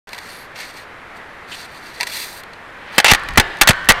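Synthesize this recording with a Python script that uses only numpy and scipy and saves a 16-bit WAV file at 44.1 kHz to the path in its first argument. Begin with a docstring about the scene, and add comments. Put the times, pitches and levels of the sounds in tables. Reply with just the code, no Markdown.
"""An open concrete garage, heard from a small camera fixed to the shaft of a hockey stick.
A steady outdoor hush comes first, with hands sliding, tapping and creaking right by the microphone.
From about three seconds the blade slaps and scrapes the floor and knocks a puck about.
The shaft carries each blow straight to the microphone, which overloads, and the garage rings on."""
import sys
import numpy as np
from scipy import signal
from scipy.fft import rfft, irfft
from scipy.io import wavfile

SR = 44100
rng = np.random.default_rng(int(sys.argv[2]) if len(sys.argv) > 2 else 0)


def int16_out(signal):
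    """Quantize to a 16-bit WAV file."""
    q = np.round(np.clip(np.atleast_2d(signal).T, -1, 1) * 32767)
    wavfile.write(sys.argv[1], SR, q.astype(np.int16))


N = 176400
TIME = np.arange(N) / SR


def from_db(db):
    """Decibels to gain."""
    return 10 ** (np.asarray(db) / 20)


def unit_rms(x):
    """Scale to unit rms."""
    return x / np.sqrt(np.mean(x ** 2) + 1e-20)


def curve(rows):
    """Gain through points of seconds and dB, held level beyond both ends."""
    return from_db(np.interp(TIME, *np.transpose(rows)))


def dying(start, t60, hold=0):
    """Envelope that jumps to 1, holds, then falls 60 dB in t60 seconds."""
    age = TIME - start
    return (age >= 0) * from_db(-60 * np.clip((age - hold) / t60, 0, 4))


def cut(x, hz, kind="low"):
    """Second-order low- or high-pass."""
    return signal.sosfilt(signal.butter(2, hz, kind, fs=SR, output="sos"), x)


def shelf(x, hz, db):
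    """Lift or lower the treble above a corner frequency."""
    return x + (from_db(db) - 1) * signal.lfilter(*signal.butter(1, hz, "high", fs=SR), x)


def low_noise(hz):
    """Low-passed noise of unit rms."""
    return unit_rms(cut(rng.standard_normal(N), hz))


def coloured(spectrum):
    """Noise of unit rms, shaped by points of Hz and dB."""
    hz, db = np.transpose(spectrum)
    bins = np.maximum(np.fft.rfftfreq(N, 1 / SR), 1)
    gains = from_db(np.interp(np.log(bins), np.log(hz), db))
    return unit_rms(irfft(rfft(rng.standard_normal(N)) * gains, N))


def resonate(force, modes):
    """Parallel resonances with notches between them; white noise keeps about its level."""
    out, power = 0, 0
    for hz, width, db in modes:
        radius = np.exp(-np.pi * width / SR)
        gain = from_db(db) * (1 - radius ** 2) / 2
        poles = [1, -2 * radius * np.cos(2 * np.pi * hz / SR), radius ** 2]
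        out = out + signal.lfilter([gain, 0, -gain], poles, force + 1e-18)
        power += gain * from_db(db)
    return out / np.sqrt(power)


def grit(grains_per_s=3000, spread_db=0.5):
    """Dense clicks of uneven size, from grains of concrete."""
    sizes = from_db(spread_db * np.minimum(rng.exponential(1, N), 4)) * rng.choice([-1, 1], N)
    return unit_rms(sizes * (rng.random(N) < grains_per_s / SR))


def knocks(rows, modes, hold_s=0):
    """Each contact sets off a fast-dying chatter in the stick, with its own brightness."""
    chatter = rng.standard_normal(N)
    force = sum(from_db(db) * dying(start, t60, hold_s) * shelf(chatter, 2820, treble_db)
                for start, db, t60, treble_db in rows)
    return resonate(force, modes)


# The air outside, heard from within the garage. Each row: frequency in Hz, relative level in dB.
HUSH_SPECTRUM = [(25, -4.5), (300, -5), (520, -2.5), (1100, -2), (1900, -0.5), (2700, -11.5), (4000, -19),
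                 (6000, -29), (12000, -35), (16000, -50)]
# Its one soft swell. Each row: time in seconds, gain in dB.
HUSH_RISE = [(1.05, -.5), (1.19, 1.5), (1.28, 0)]

def hush():
    """A steady wash of outdoor noise comes in through the open garage."""
    return from_db(-37.5) * curve(HUSH_RISE) * coloured(HUSH_SPECTRUM)


# Wind right on the microphone. Each row: time in seconds, level in dB.
BUFFETING = [(3.0, -81), (3.18, -50), (3.33, -28.5), (3.55, -51), (4.0, -38)]

def draught():
    """Air buffets the swinging microphone into a low rumble."""
    return curve(BUFFETING) * low_noise(hz=86)


# The tail off the concrete all around. Each row: frequency in Hz, relative level in dB.
GARAGE_SPECTRUM = [(40, -11), (300, -15.5), (550, -8), (1400, -1), (1850, 2), (2550, -11.5), (4000, -15.5),
                   (6500, -33.5), (15000, -50)]

def garage(contacts, t60=1.25, build_s=0.0023):
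    """Blade, puck and floor radiate a broad clack; the room returns a diffuse mid-range tail."""
    clack = np.abs(contacts) * rng.standard_normal(N)
    tail = coloured(GARAGE_SPECTRUM) * dying(0, t60) * (1 - np.exp(-TIME / build_s))
    return from_db(-26) * signal.fftconvolve(clack, tail / np.sqrt(np.sum(tail ** 2)))[:N]


def squeal(span_s=(0.24, 0.47), glide_hz=(8300, 12700)):
    """A hand runs along the shaft: a thin band of friction hiss swells, glides upward and fades."""
    waver = low_noise(hz=1300)
    swell = np.sin(np.interp(TIME, span_s, [0, np.pi]))
    phase = 2 * np.pi * np.cumsum(np.interp(TIME, span_s, glide_hz)) / SR
    return from_db(-49.5) * swell * unit_rms(waver * np.sin(phase))


# The grip creaking, close up. Each row: start and length in seconds, pitch in Hz, level in dB.
GRIP_CREAKS = [(0.554, 0.018, 2150, -32), (0.566, .095, 2100, -34.5), (1.513, 0.024, 2800, -29),
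               (1.534, .02, 3020, -33)]

def creaks(slips_per_s=450, jitter=0.38, width_hz=600):
    """The grip sticks and slips unevenly, ringing a broad resonance and its overtone."""
    out = np.zeros(N)
    for start, length, hz, db in GRIP_CREAKS:
        rate = slips_per_s * np.exp(jitter * low_noise(hz=200))
        slips = np.diff(np.floor(np.cumsum(rate) / SR), prepend=0)
        ring = unit_rms(resonate(slips, [(hz, width_hz, 0), (2.5 * hz, width_hz, -14)]))
        swell = np.sin(np.pi * np.clip((TIME - start) / length, 0, 1))
        out += from_db(db) * swell * ring
    return cut(out, hz=7000)


# The shaft ringing under the microphone. Each row: frequency and width in Hz, relative level in dB.
SHAFT_MODES = [(966, 87, -0.5), (1985, 180, -2.5), (2300, 290, -5.5), (2660, 250, -7.5), (3520, 470, -7.5),
               (4130, 400, -4), (4516, 150, -5), (5540, 240, -13), (6160, 570, -16.5), (7450, 1100, -18.5),
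               (8540, 850, -13), (10530, 670, -17), (11870, 480, -10), (13600, 750, -19)]
# Hands passing close by. Each row: start, peak and end in seconds, relative level and treble in dB.
HAND_SLIDES = [(.06, .31, .475, -41, 0), (.545, .61, .72, -35.5, -4), (.69, .78, .85, -42, -4),
               (1.145, 1.168, 1.195, -48, 1), (1.47, 1.53, 1.58, -39, -18), (1.53, 1.61, 1.67, -36, -8),
               (1.64, 1.77, 1.83, -45, -6), (1.81, 1.86, 1.97, -42, -6), (1.93, 2.02, 2.11, -39, -1),
               (2.06, 2.15, 2.26, -31.5, 6), (2.11, 2.21, 2.42, -37.5, 13), (2.91, 2.96, 2.99, -39, -4)]

def slides(edge_s=0.016, sag_db=10.5, grain_db=1.4, detune=0.008, lift_db=3, dull_db=8):
    """Friction swells and fades with each slide, and each grip detunes the shaft a little."""
    rub = cut(rng.standard_normal(N), 1400, "high") * from_db(grain_db * low_noise(hz=110))
    out = np.zeros(N)
    for start, peak, end, db, treble_db in HAND_SLIDES:
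        during = (TIME > start) & (TIME < end)
        t = TIME[during]
        gripped = [(hz * (1 + detune * rng.standard_normal()), width, mode_db)
                   for hz, width, mode_db in SHAFT_MODES]
        touch = np.clip(np.minimum(t - start, end - t) / edge_s, 0, 1)
        swell = from_db(db + lift_db - np.interp(t, [start, peak, end], [sag_db, 0, sag_db]))
        ring = resonate(rub[during], gripped)
        out[during] += touch * swell * shelf(ring, 7400, treble_db - dull_db)
    return cut(out, hz=13600)


# Taps near the microphone. Each row: start in seconds, level in dB, t60 in seconds, treble in dB.
HAND_TAPS = [(.091, -30, 0.015, 0.5), (.1313, -21, 0.034, -6.5), (.1465, -27.5, 0.039, -8),
             (.1795, -26.5, 0.04, -6), (.1865, -21, 0.01, -3.5), (.5895, -18.5, 0.0084, -21),
             (2.002, -13.5, 0.017, -20), (2.0092, -6, 0.012, -2.5), (2.014, -18.5, 0.074, -16),
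             (2.031, -12, 0.027, -6), (2.0695, -16.5, 0.043, -3), (2.4356, -29, 0.011, -0.5),
             (2.5334, -32, 0.033, -12)]

def taps():
    """Light touches of the hands ring the shaft briefly."""
    return cut(knocks(HAND_TAPS, SHAFT_MODES), hz=10100)


# The whole stick, from floor to microphone. Each row: frequency and width in Hz, relative level in dB.
STICK_MODES = [(406, 450, -5), (852, 140, 6.5), (1188, 140, 2), (1540, 760, 4.5), (1903, 370, 5.5),
               (2358, 220, 0), (2638, 75, 1), (2954, 93, -0.5), (3110, 230, -0.5), (3450, 380, -7),
               (4050, 740, -6.5), (5940, 780, -11), (7720, 850, -10), (8650, 820, -11), (12400, 3600, -10)]
# Puck and stick moving, down at the floor. Each row: time in seconds, level in dB.
ROLL_LEVEL = [(2.7, -51), (2.96, -32), (3.32, -37), (3.5, -36.5), (4.0, -50)]
# Single grains under the blade. Each entry: start in seconds.
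GRIT_TICKS = [3.197, 3.236, 3.308, 3.337, 3.571, 3.588, 3.847, 3.857]

def rolling():
    """Faint grit under the rolling puck and a few sharp ticks come up through the stick."""
    bright_grit = unit_rms(cut(resonate(grit(), STICK_MODES), 5000, "high"))
    ticks = bright_grit * sum(dying(start, t60=0.0068) for start in GRIT_TICKS)
    roll = curve(ROLL_LEVEL) * cut(resonate(grit(), STICK_MODES), hz=2770)
    return roll + from_db(-30) * cut(ticks, hz=9600)


# The loose puck knocking dully on the floor. Each row: start in seconds, level in dB.
PUCK_TOUCHES = [(3.872, -15)]

def puck(hz=1770, t60=0.025):
    """A soft touch rings only the puck's one short mode."""
    return sum(from_db(db) * dying(start, t60) * np.sin(2 * np.pi * hz * (TIME - start))
               for start, db in PUCK_TOUCHES)


# Deep pulses under the heaviest blows. Each row: start in seconds, level in dB.
LOW_PULSES = [(3.122, -11), (3.386, -9), (3.622, -13), (3.698, -11), (3.908, -12)]

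def low_pulses(hz=25, t60=0.11):
    """A brief, very low pulse follows each overloading blow."""
    return sum(from_db(db) * dying(start, t60) * np.sin(2 * np.pi * hz * (TIME - start))
               for start, db in LOW_PULSES)


# The dragging blade's resonances. Each row: frequency and width in Hz, relative level in dB.
BLADE_MODES = [(907, 93, 16), (1280, 440, 6), (1930, 720, 14.5), (2650, 480, 13), (3400, 500, -3),
               (4430, 430, -7)]
# Its pressure on the floor, at the far end of the shaft. Each row: time in seconds, level in dB.
SCRAPE_LEVEL = [(3.044, -64), (3.051, -13), (3.066, -6.5), (3.078, -17), (3.088, -9.5), (3.104, -9.5),
                (3.113, -10), (3.128, -26), (3.16, -48.5)]

def scrape():
    """Grains of concrete rattle the blade as it is dragged over them."""
    return curve(SCRAPE_LEVEL) * cut(resonate(grit(), BLADE_MODES), hz=9600)


# The blade taking weight on the floor. 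Each row: start in seconds, level in dB.
FLOOR_THUDS = [(3.115, 10.5), (3.38, 13), (3.692, 12.5), (3.895, 2.5)]
# The stick bending under the microphone. Each row: frequency in Hz, gain in dB, t60 in seconds.
BENDING_MODES = [(91.7, -4.5, .04), (157, -4, 0.027), (227, -6.5, 0.033)]

def flex(attack_s=0.0031):
    """The shaft thuds in low, heavily damped swings."""
    out = np.zeros(N)
    for start, db in FLOOR_THUDS:
        age = TIME - start
        attack = np.clip(age / attack_s, 0, 1)
        for hz, mode_db, t60 in BENDING_MODES:
            swing = np.sin(2 * np.pi * (hz * age + rng.random()))
            out += from_db(db + mode_db) * attack * dying(start, t60) * swing
    return out


# Hard blows on puck and floor, then small bounces, reaching the microphone straight up the shaft.
# Each row: start in seconds, level in dB, t60 in seconds, treble in dB.
BLADE_BLOWS = [(2.9812, 10, 0.029, -3), (3.0445, 7, 0.019, -4), (3.082, -5, 0.013, -3),
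               (3.1145, 17, 0.023, -8.5), (3.135, -1.5, 0.013, 1), (3.1475, -6.5, 0.029, -4),
               (3.3743, 17.5, 0.028, -8), (3.398, 2.5, 0.027, -5), (3.6123, 16, 0.027, 1),
               (3.6737, 2, 0.03, 5), (3.6875, 14.5, .03, -3), (3.7065, -4.5, 0.033, -4.5),
               (3.8882, 17.5, 0.028, -2.5), (3.901, 8, 0.043, -11)]
SMALL_BOUNCES = [(3.0005, -4.5, 0.027, -2), (3.143, -8, 0.0044, 1), (3.287, -15.5, 0.019, -4),
                 (3.358, -21.5, 0.042, -59), (3.411, -14, 0.032, -9), (3.633, -10.5, 0.023, 2),
                 (3.733, -12, 0.0067, -33), (3.9215, 1, 0.0033, 2)]

def slaps(contact_s=0.0011):
    """The blade rings the stick: blows hold for the contact time, bounces die away at once."""
    blows = knocks(BLADE_BLOWS, STICK_MODES, contact_s)
    bounces = knocks(SMALL_BOUNCES, STICK_MODES)
    return cut(blows + bounces, hz=10300)


def scene():
    """Stick, puck, room and outdoor air at the one microphone on the shaft."""
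    contacts = scrape() + slaps() + puck()
    handling = taps() + slides() + creaks() + squeal()
    play = contacts + garage(contacts) + flex() + low_pulses() + rolling()
    return (play + handling + hush() + draught())[None]


def record(dry, opens_s=0.072, ceiling=0.71, knee=6, top_hz=15900):
    """Loud peaks overload and flatten; the sound starts after a moment, without its highest treble."""
    clipped = dry / (1 + np.abs(dry / ceiling) ** knee) ** (1 / knee)
    low_pass = signal.firwin(161, top_hz, window="blackman", fs=SR)
    return signal.fftconvolve(clipped * (TIME >= opens_s), low_pass[None], "same")


dry = scene()
out = record(dry)
int16_out(out)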